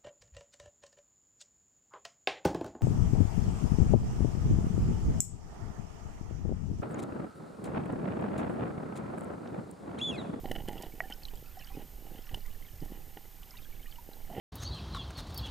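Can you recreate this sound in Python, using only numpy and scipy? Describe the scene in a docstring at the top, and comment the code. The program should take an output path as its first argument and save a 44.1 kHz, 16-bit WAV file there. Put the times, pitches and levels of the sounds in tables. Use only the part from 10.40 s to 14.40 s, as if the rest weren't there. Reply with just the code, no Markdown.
"""A deep, swaying rumble of river water presses on a submerged camera in a waterproof housing,
under the steady hiss and thin whine of its electronics. The grip rubs and scuffs the housing,
which rings briefly, and gives it dull bumps. Bubbles pinch off nearby and ring as short plips,
grit ticks on the shell and tiny bubbles fizz. One hard, hollow knock stands out early on."""
import sys
import numpy as np
from scipy import signal
from scipy.fft import rfft, irfft
from scipy.io import wavfile

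SR = 44100
rng = np.random.default_rng(int(sys.argv[2]) if len(sys.argv) > 2 else 0)


def master(y):
    """Save y as 16-bit WAV."""
    cut = np.clip(np.atleast_2d(y).T, -1, 1)
    pcm = np.round(cut * 32767)  # scale
    wavfile.write(sys.argv[1], SR, pcm.astype(np.int16))


N = 176400
TIME = np.arange(N) / SR
TREBLE_FROM_HZ = 1200  # divides the housing's low modes from its upper ones
HOUSING_PAN_DB = -3.5


def from_db(db):
    """Decibels to gain."""
    return 10 ** (np.asarray(db) / 20)


def unit_rms(x):
    """Scale to an rms of one."""
    return x / np.sqrt(np.mean(x ** 2) + 1e-20)


def fader(curve):
    """Gain over time from (t/s, level/dB) points."""
    return from_db(np.interp(TIME, *np.transpose(curve)))


def pan(db):
    """Left and right gains averaging one; db is left minus right."""
    gains = from_db([[db / 2], [-db / 2]])
    return gains / gains.mean()


def butterworth(x, order, hz, kind="low"):
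    """Low-pass or band-pass with a smooth passband."""
    return signal.sosfilt(signal.butter(order, hz, kind, fs=SR, output="sos"), x + 1e-18)


def resonate(x, hz, width_hz):
    """One resonance with a gain of about one at its peak."""
    r = np.exp(-np.pi * width_hz / SR)
    return signal.lfilter([1 - r, 0, r - 1], [1, -2 * r * np.cos(2 * np.pi * hz / SR), r * r], x + 1e-18)


def noise(spectrum):
    """Unit-rms noise coloured by (f/Hz, level/dB) points, rolled off below the first."""
    hz, db = np.transpose(spectrum)
    f = np.maximum(np.arange(N // 2 + 1) * SR / N, 1e-3)
    gain = from_db(np.interp(np.log(f), np.log(hz), db)) * np.minimum(f / hz[0], 1) ** 2
    return unit_rms(irfft(rfft(rng.standard_normal(N)) * gain, N))


def stereo_noise(spectrum, side_db):
    """Centred noise, widened by a quieter side signal."""
    return noise(spectrum) + from_db(side_db) * noise(spectrum) * [[1], [-1]]


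def clicks(per_s, spread_db):
    """Random clicks of uneven size."""
    sizes = from_db(spread_db * np.minimum(rng.exponential(1, N), 4)) * rng.choice([-1, 1], N)
    return sizes * (rng.random(N) < per_s / SR)


def add(out, start_s, sound):
    """Mix a sound in at its cue."""
    i = int(np.clip(start_s * SR, 0, N - 1))
    out[i:i + len(sound)] += sound[:N - i]


def water():
    """Swaying water: slow swells of pressure, and above them a rumble that comes in small surges."""
    # strength of the sway: t/s, level/dB
    sway = [(0,-36),(.4,-43.5),(.6,-47),(.85,-42.5),(1.2,-41.5),(1.6,-43.5),(1.8,-43),(2.1,-40.5),(2.45,-39.5),(2.7,-44),(3.1,-47),(3.4,-42.5),(3.65,-47.5),(4,-45)]
    # colours of the rumble and of the swells: f/Hz, level/dB
    rumble_colour = [(10,-6),(20,-5.5),(30,-4.5),(42,-11),(70,-16),(120,-21),(250,-32.5),(600,-38.5),(2000,-60)]
    swell_colour = [(7,-7),(14,-1.5),(28,-18.5),(120,-37),(2000,-100)]
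    surge_db, surge_hz = 3, 7.7
    surges = from_db(surge_db * noise([(1, 0), (surge_hz, 0), (60, -40), (2000, -120)]))
    rumble = from_db(-7) * unit_rms(surges * stereo_noise(rumble_colour, side_db=-45))
    swells = from_db(-2.5) * noise(swell_colour)
    return fader(sway) * (pan(-10.5) * swells + pan(-4.5) * rumble)


def electronics():
    """The camera's circuits lay down a steady hiss and a thin whine."""
    # colour of the hiss: f/Hz, level/dB
    hiss_colour = [(100,14.5),(800,-10.5),(1200,3),(1900,0.5),(2500,1.5),(3000,1),(4000,1),(8000,1),(12000,1.5),(15000,1.5)]
    # tones of the whine: f/Hz, level/dB
    tones = [(6575,-79),(12200,-83),(13100,-80),(13150,-60),(13200,-79)]
    hiss = from_db(-60) * stereo_noise(hiss_colour, side_db=-11)
    whine = sum(np.sqrt(2) * from_db(db - 1) * np.sin(2 * np.pi * hz * TIME) for hz, db in tones)
    return pan(-1.5) * hiss + pan(HOUSING_PAN_DB) * whine


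def housing(low_force, treble_force):
    """The shell rings: a softened force drives its low modes, a sharp one the upper."""
    # resonances of the housing: f/Hz, width/Hz, level/dB
    modes = [(230,97,-7),(461,237,-2),(643,224,1.5),(772.6,91,6),(1432,97,-5.5),(1890,258,-0.5),(2946,220,2),(4180,140,-15),(4900,300,-19.5)]
    soft_force = butterworth(low_force, 4, hz=926)
    out = 0
    for hz, width, db in modes:
        ring = resonate(treble_force if hz > TREBLE_FROM_HZ else soft_force, hz, width)
        out += from_db(db) * resonate(ring, hz, 2.5 * width)  # darkens the valleys between modes
    return out


def rubbing():
    """The shifting grip: dense slips ring the housing, and sparser soft thuds press on it."""
    # how hard the grip rubs: t/s, level/dB
    effort = [(0,-57),(.03,-69),(.05,-46),(.21,-47),(.275,-55),(.295,-47),(.46,-46),(.51,-56.5),(.68,-52.5),(1.04,-63),(1.12,-61),(1.33,-63.5),(1.39,-44.5),(1.47,-61.5),(1.62,-55),(1.78,-54),(1.86,-67.5),(1.95,-49),(2.02,-61.5),(2.39,-66.5),(2.42,-49),(2.49,-58),(2.55,-50),(2.64,-62.5),(2.79,-57),(2.95,-62.5),(3.6,-64),(3.81,-53),(3.89,-57.5),(3.91,-47.5),(3.97,-40),(4,-36.5)]
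    treble_db, thud_low_hz, thud_top_hz = -6.5, 82.4, 502
    slips = clicks(per_s=900, spread_db=4.5)
    ringing = unit_rms(housing(slips, slips * from_db(treble_db)))
    presses = butterworth(clicks(per_s=300, spread_db=4.5), 5, thud_top_hz)
    thuds = unit_rms(butterworth(presses, 1, [thud_low_hz, thud_top_hz], "band"))
    return fader(effort) * (from_db(-7) * ringing + from_db(-4) * thuds)


def bumps():
    """Dull, heavily damped pushes on the housing, each one swing of pressure down and up."""
    # soft contacts of the grip: t/s, level/dB, f/Hz
    contacts = [(.036,-36.5,215),(.056,-28.5,324),(0.106,-34.5,186),(0.1139,-25.5,335),(0.127,-43,69),(0.1604,-32.5,400),(0.174,-46,130),(0.188,-36,149),(0.215,-37.5,80),(0.267,-39.5,75),(0.2024,-47,220),(0.2081,-40,220),(0.2864,-27.5,280),(.292,-36,333),(0.304,-38,430),(0.334,-36,220),(0.373,-42,192),(0.4038,-44,300),(.4665,-39,344),(0.5403,-39.5,230),(0.703,-42,230),(0.707,-44,257),(.9355,-44,296),(1.0268,-41.5,278),(1.204,-49,300),(1.352,-39,237),(1.374,-32,236),(1.3811,-36,230),(1.3975,-41,262),(1.426,-41,260),(1.6537,-43.5,250),(1.7196,-41,257),(1.7517,-41,253),(1.7921,-39.5,252),(1.936,-39,85.5),(1.947,-51,125),(2.4187,-40.5,158),(2.4251,-33,200),(2.4322,-37,140),(2.5224,-35,230),(2.771,-39.5,326),(3.6906,-37.5,334),(3.967,-32,380),(3.984,-28.5,300)]
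    out, t = np.zeros(N), TIME[:SR // 25] - 1 / 50  # 40 ms centred on the contact
    for s, db, hz in contacts:
        phase = 2 * np.pi * hz * t
        push = phase * np.exp((1 - phase ** 2) / 2)
        add(out, s + t[0], from_db(db) * push)
    return out


def bubbles():
    """Each bubble pinches off with a tiny splash, then rings as a dying sine that rises in pitch."""
    # single bubbles: t/s, f/Hz, level/dB, t60/s
    plips = [(.041,770,-31.5,0.064),(.0745,730,-34.5,0.045),(0.3792,2870,-36,0.019),(.424,4740,-41.5,.015),(0.425,8160,-49,0.0066),(.256,770,-39,0.025),(.298,820,-40,0.095),(0.521,2240,-49.5,0.039),(.631,752,-43.5,0.19),(.636,1730,-45,.07),(0.649,1762,-45,0.055),(0.715,1465,-48,0.074),(.723,3054,-29.5,0.024),(0.736,5200,-42,0.017),(.833,4370,-39.5,0.018),(.834,4900,-42,0.0085),(0.8524,3980,-30.5,0.015),(0.8834,3000,-36.5,0.019),(.955,7250,-45.5,0.011),(0.9547,4800,-47.5,.012),(1.169,745,-35,0.049),(1.191,5420,-44,.018),(1.193,1890,-52,0.057),(1.197,3040,-47,0.032),(1.245,4740,-40,0.011),(1.272,2970,-41.5,0.021),(1.285,3140,-50,0.048),(1.30,770,-51.5,0.14),(1.34,2500,-48,0.042),(1.9445,2990,-26,0.018),(2.058,2080,-45,0.019),(2.223,2040,-46,.02),(2.286,3020,-48,0.026),(2.404,4900,-46,.012),(3.031,2950,-35.5,0.0093),(3.108,5130,-39,0.01),(3.139,983,-46,0.045),(3.168,2800,-45,0.024),(3.171,3760,-42.5,0.02),(3.177,4500,-45,0.013),(3.325,2250,-51,0.051),(3.395,2170,-52,0.046),(3.428,3200,-50.5,0.036),(3.457,1864,-44,0.031),(3.468,2900,-48.5,0.035),(3.511,4600,-48.5,.02),(3.523,3100,-44.5,0.03),(3.557,2890,-45.5,.025),(3.583,940,-38,0.048),(3.733,4030,-41.5,0.015),(3.899,693,-30.5,0.034),(3.931,680,-35.5,0.062)]
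    attack_cycles, rise_per_s = 3.25, 1.1
    splash_db, splash_s = -15.5, 0.0017
    out, t = np.zeros(N), TIME[:SR // 10]
    splash_envelope = t / splash_s * np.exp(1 - t / splash_s) / 2
    for s, hz, db, t60 in plips:
        attack = 1 - np.exp(-(t * hz / attack_cycles) ** 2)
        phase = 2 * np.pi * hz * (t + rise_per_s * t * t / 2)
        ring = attack * from_db(-60 * t / t60) * np.sin(phase)
        splash = splash_envelope * unit_rms(resonate(rng.standard_normal(len(t)), hz, hz / 2))
        add(out, s, from_db(db + 1) * (ring + from_db(splash_db) * splash))
    return out


def scuffs():
    """Tiny slips swell and fade within milliseconds around one firm catch, and ring the housing."""
    # short scuffs of the grip: t/s, level/dB, half length/s, treble/dB
    strokes = [(0.0577,-36,0.001,1),(0.1151,-35,.0025,1),(0.157,-51,0.0085,6.5),(0.1622,-40,0.0019,4.5),(0.186,-54.5,0.0046,6),(.2055,-43,0.0015,-3),(0.281,-61,.005,14),(0.2852,-33,.0015,-2),(0.2926,-37,0.0019,-4),(0.332,-39.5,0.0014,-3.5),(0.413,-43,0.0024,-4.5),(.4365,-42,0.0039,-7),(0.7,-43.5,0.0012,3),(.709,-49,0.0018,7),(.715,-45,0.0022,0),(0.937,-43.5,0.0011,-9),(1.204,-47,0.0015,-12),(1.76,-57,0.0054,2.5),(1.784,-60,0.0052,5),(1.869,-58.5,.001,16.5),(1.893,-64.5,0.0028,17.5),(1.944,-39,0.0032,-5.5),(2.773,-44.5,.002,0.5),(3.91,-57,.002,-2),(3.953,-45,0.0044,-8),(3.966,-46,0.0035,-11),(3.971,-50.5,0.0036,-1),(3.982,-44.5,0.0039,-4.5),(3.997,-46,0.0019,3)]
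    grain_db, catch_db = -2, -1.5
    grain = rng.choice([-1., 1.], N)
    low_force, treble_force = np.zeros(N), np.zeros(N)
    for s, db, half_s, treble_db in strokes:
        envelope = np.exp(-np.minimum(((TIME - s) / half_s) ** 2, 50))
        force = from_db(grain_db) * grain * envelope
        catch = from_db(catch_db) * np.sqrt(half_s * SR)
        add(force, s - half_s / 2, [catch])
        low_force += from_db(db) * force
        treble_force += from_db(db + treble_db) * force
    return housing(low_force, treble_force) / np.std(housing(grain, grain))


def ticks():
    """Grit strikes the housing in faint, thin cracks of noise."""
    # hits of grit: t/s, level/dB
    hits = [(0.116,-36),(0.16,-48),(.2862,-37),(0.33,-43.5),(0.4238,-34.5),(0.703,-43),(1.944,-41),(2.063,-44),(2.451,-46.5)]
    rise_s, band_hz = 0.0018, [3500, 14700]
    out, t = np.zeros(N), TIME[:SR // 20]
    envelope = t / rise_s * np.exp(1 - t / rise_s) / 2
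    for s, db in hits:
        add(out, s - rise_s, from_db(db) * envelope * rng.standard_normal(len(t)))
    return butterworth(out, 1, band_hz, "band")


def fizz():
    """Many tiny bubbles ring at random moments and pitches."""
    # strength of the fizz: t/s, level/dB
    strength = [(0,-75),(.3,-76),(.43,-53.5),(.5,-68),(.72,-67),(.8,-66.5),(1.15,-64),(1.27,-58),(1.4,-63),(1.5,-77),(1.85,-63.5),(2.6,-72),(2.98,-69),(3.15,-60),(3.3,-66.5),(3.5,-65.5),(3.65,-73),(4,-65.5)]
    # colour of the fizz: f/Hz, level/dB
    colour = [(700,-7.5),(1100,-7),(1750,-0.5),(2500,1),(3100,4),(4000,-3.5),(5500,1)]
    pitches_hz, t60_cycles = np.geomspace(700, 5600, 36), 80
    births = clicks(per_s=800, spread_db=5)
    pitch_index = rng.integers(0, len(pitches_hz), N)
    out = 0
    for k, hz in enumerate(pitches_hz):
        width = np.log(1000) / np.pi * hz / t60_cycles
        gain = from_db(np.interp(hz, *np.transpose(colour))) / width
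        out += gain * resonate(births * (pitch_index == k), hz, width)
    return fader(strength) * unit_rms(out)


def knock():
    """One hard tap on the housing, with a short, hollow ring."""
    # modes the tap excites: f/Hz, level/dB, t60/s
    modes = [(673,-28.5,0.028),(745,-59,.022),(1280,-60,0.024),(1730,-54,0.019),(1920,-23,0.029),(2170,-31.5,0.022)]
    start_s = .6043
    out, t = np.zeros(N), TIME[:SR // 10]
    for hz, db, t60 in modes:
        polarity = -1 if hz < TREBLE_FROM_HZ else 1
        add(out, start_s, polarity * from_db(db - 60 * t / t60) * np.sin(2 * np.pi * hz * t))
    return butterworth(out, 4, hz=2700)


def scene():
    """Close handling and bubbles over a bed of water and electronics, all leaning to the right."""
    near = bumps() + scuffs() + rubbing() + knock() + ticks() + bubbles() + fizz()
    return water() + pan(HOUSING_PAN_DB) * near + electronics()


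def record(dry):
    """A steep low-pass shaves off the highest treble."""
    cutoff_hz = 15350
    return signal.sosfilt(signal.ellip(12, .1, 80, cutoff_hz, fs=SR, output="sos"), dry)


dry = scene()
out = record(dry)
master(out)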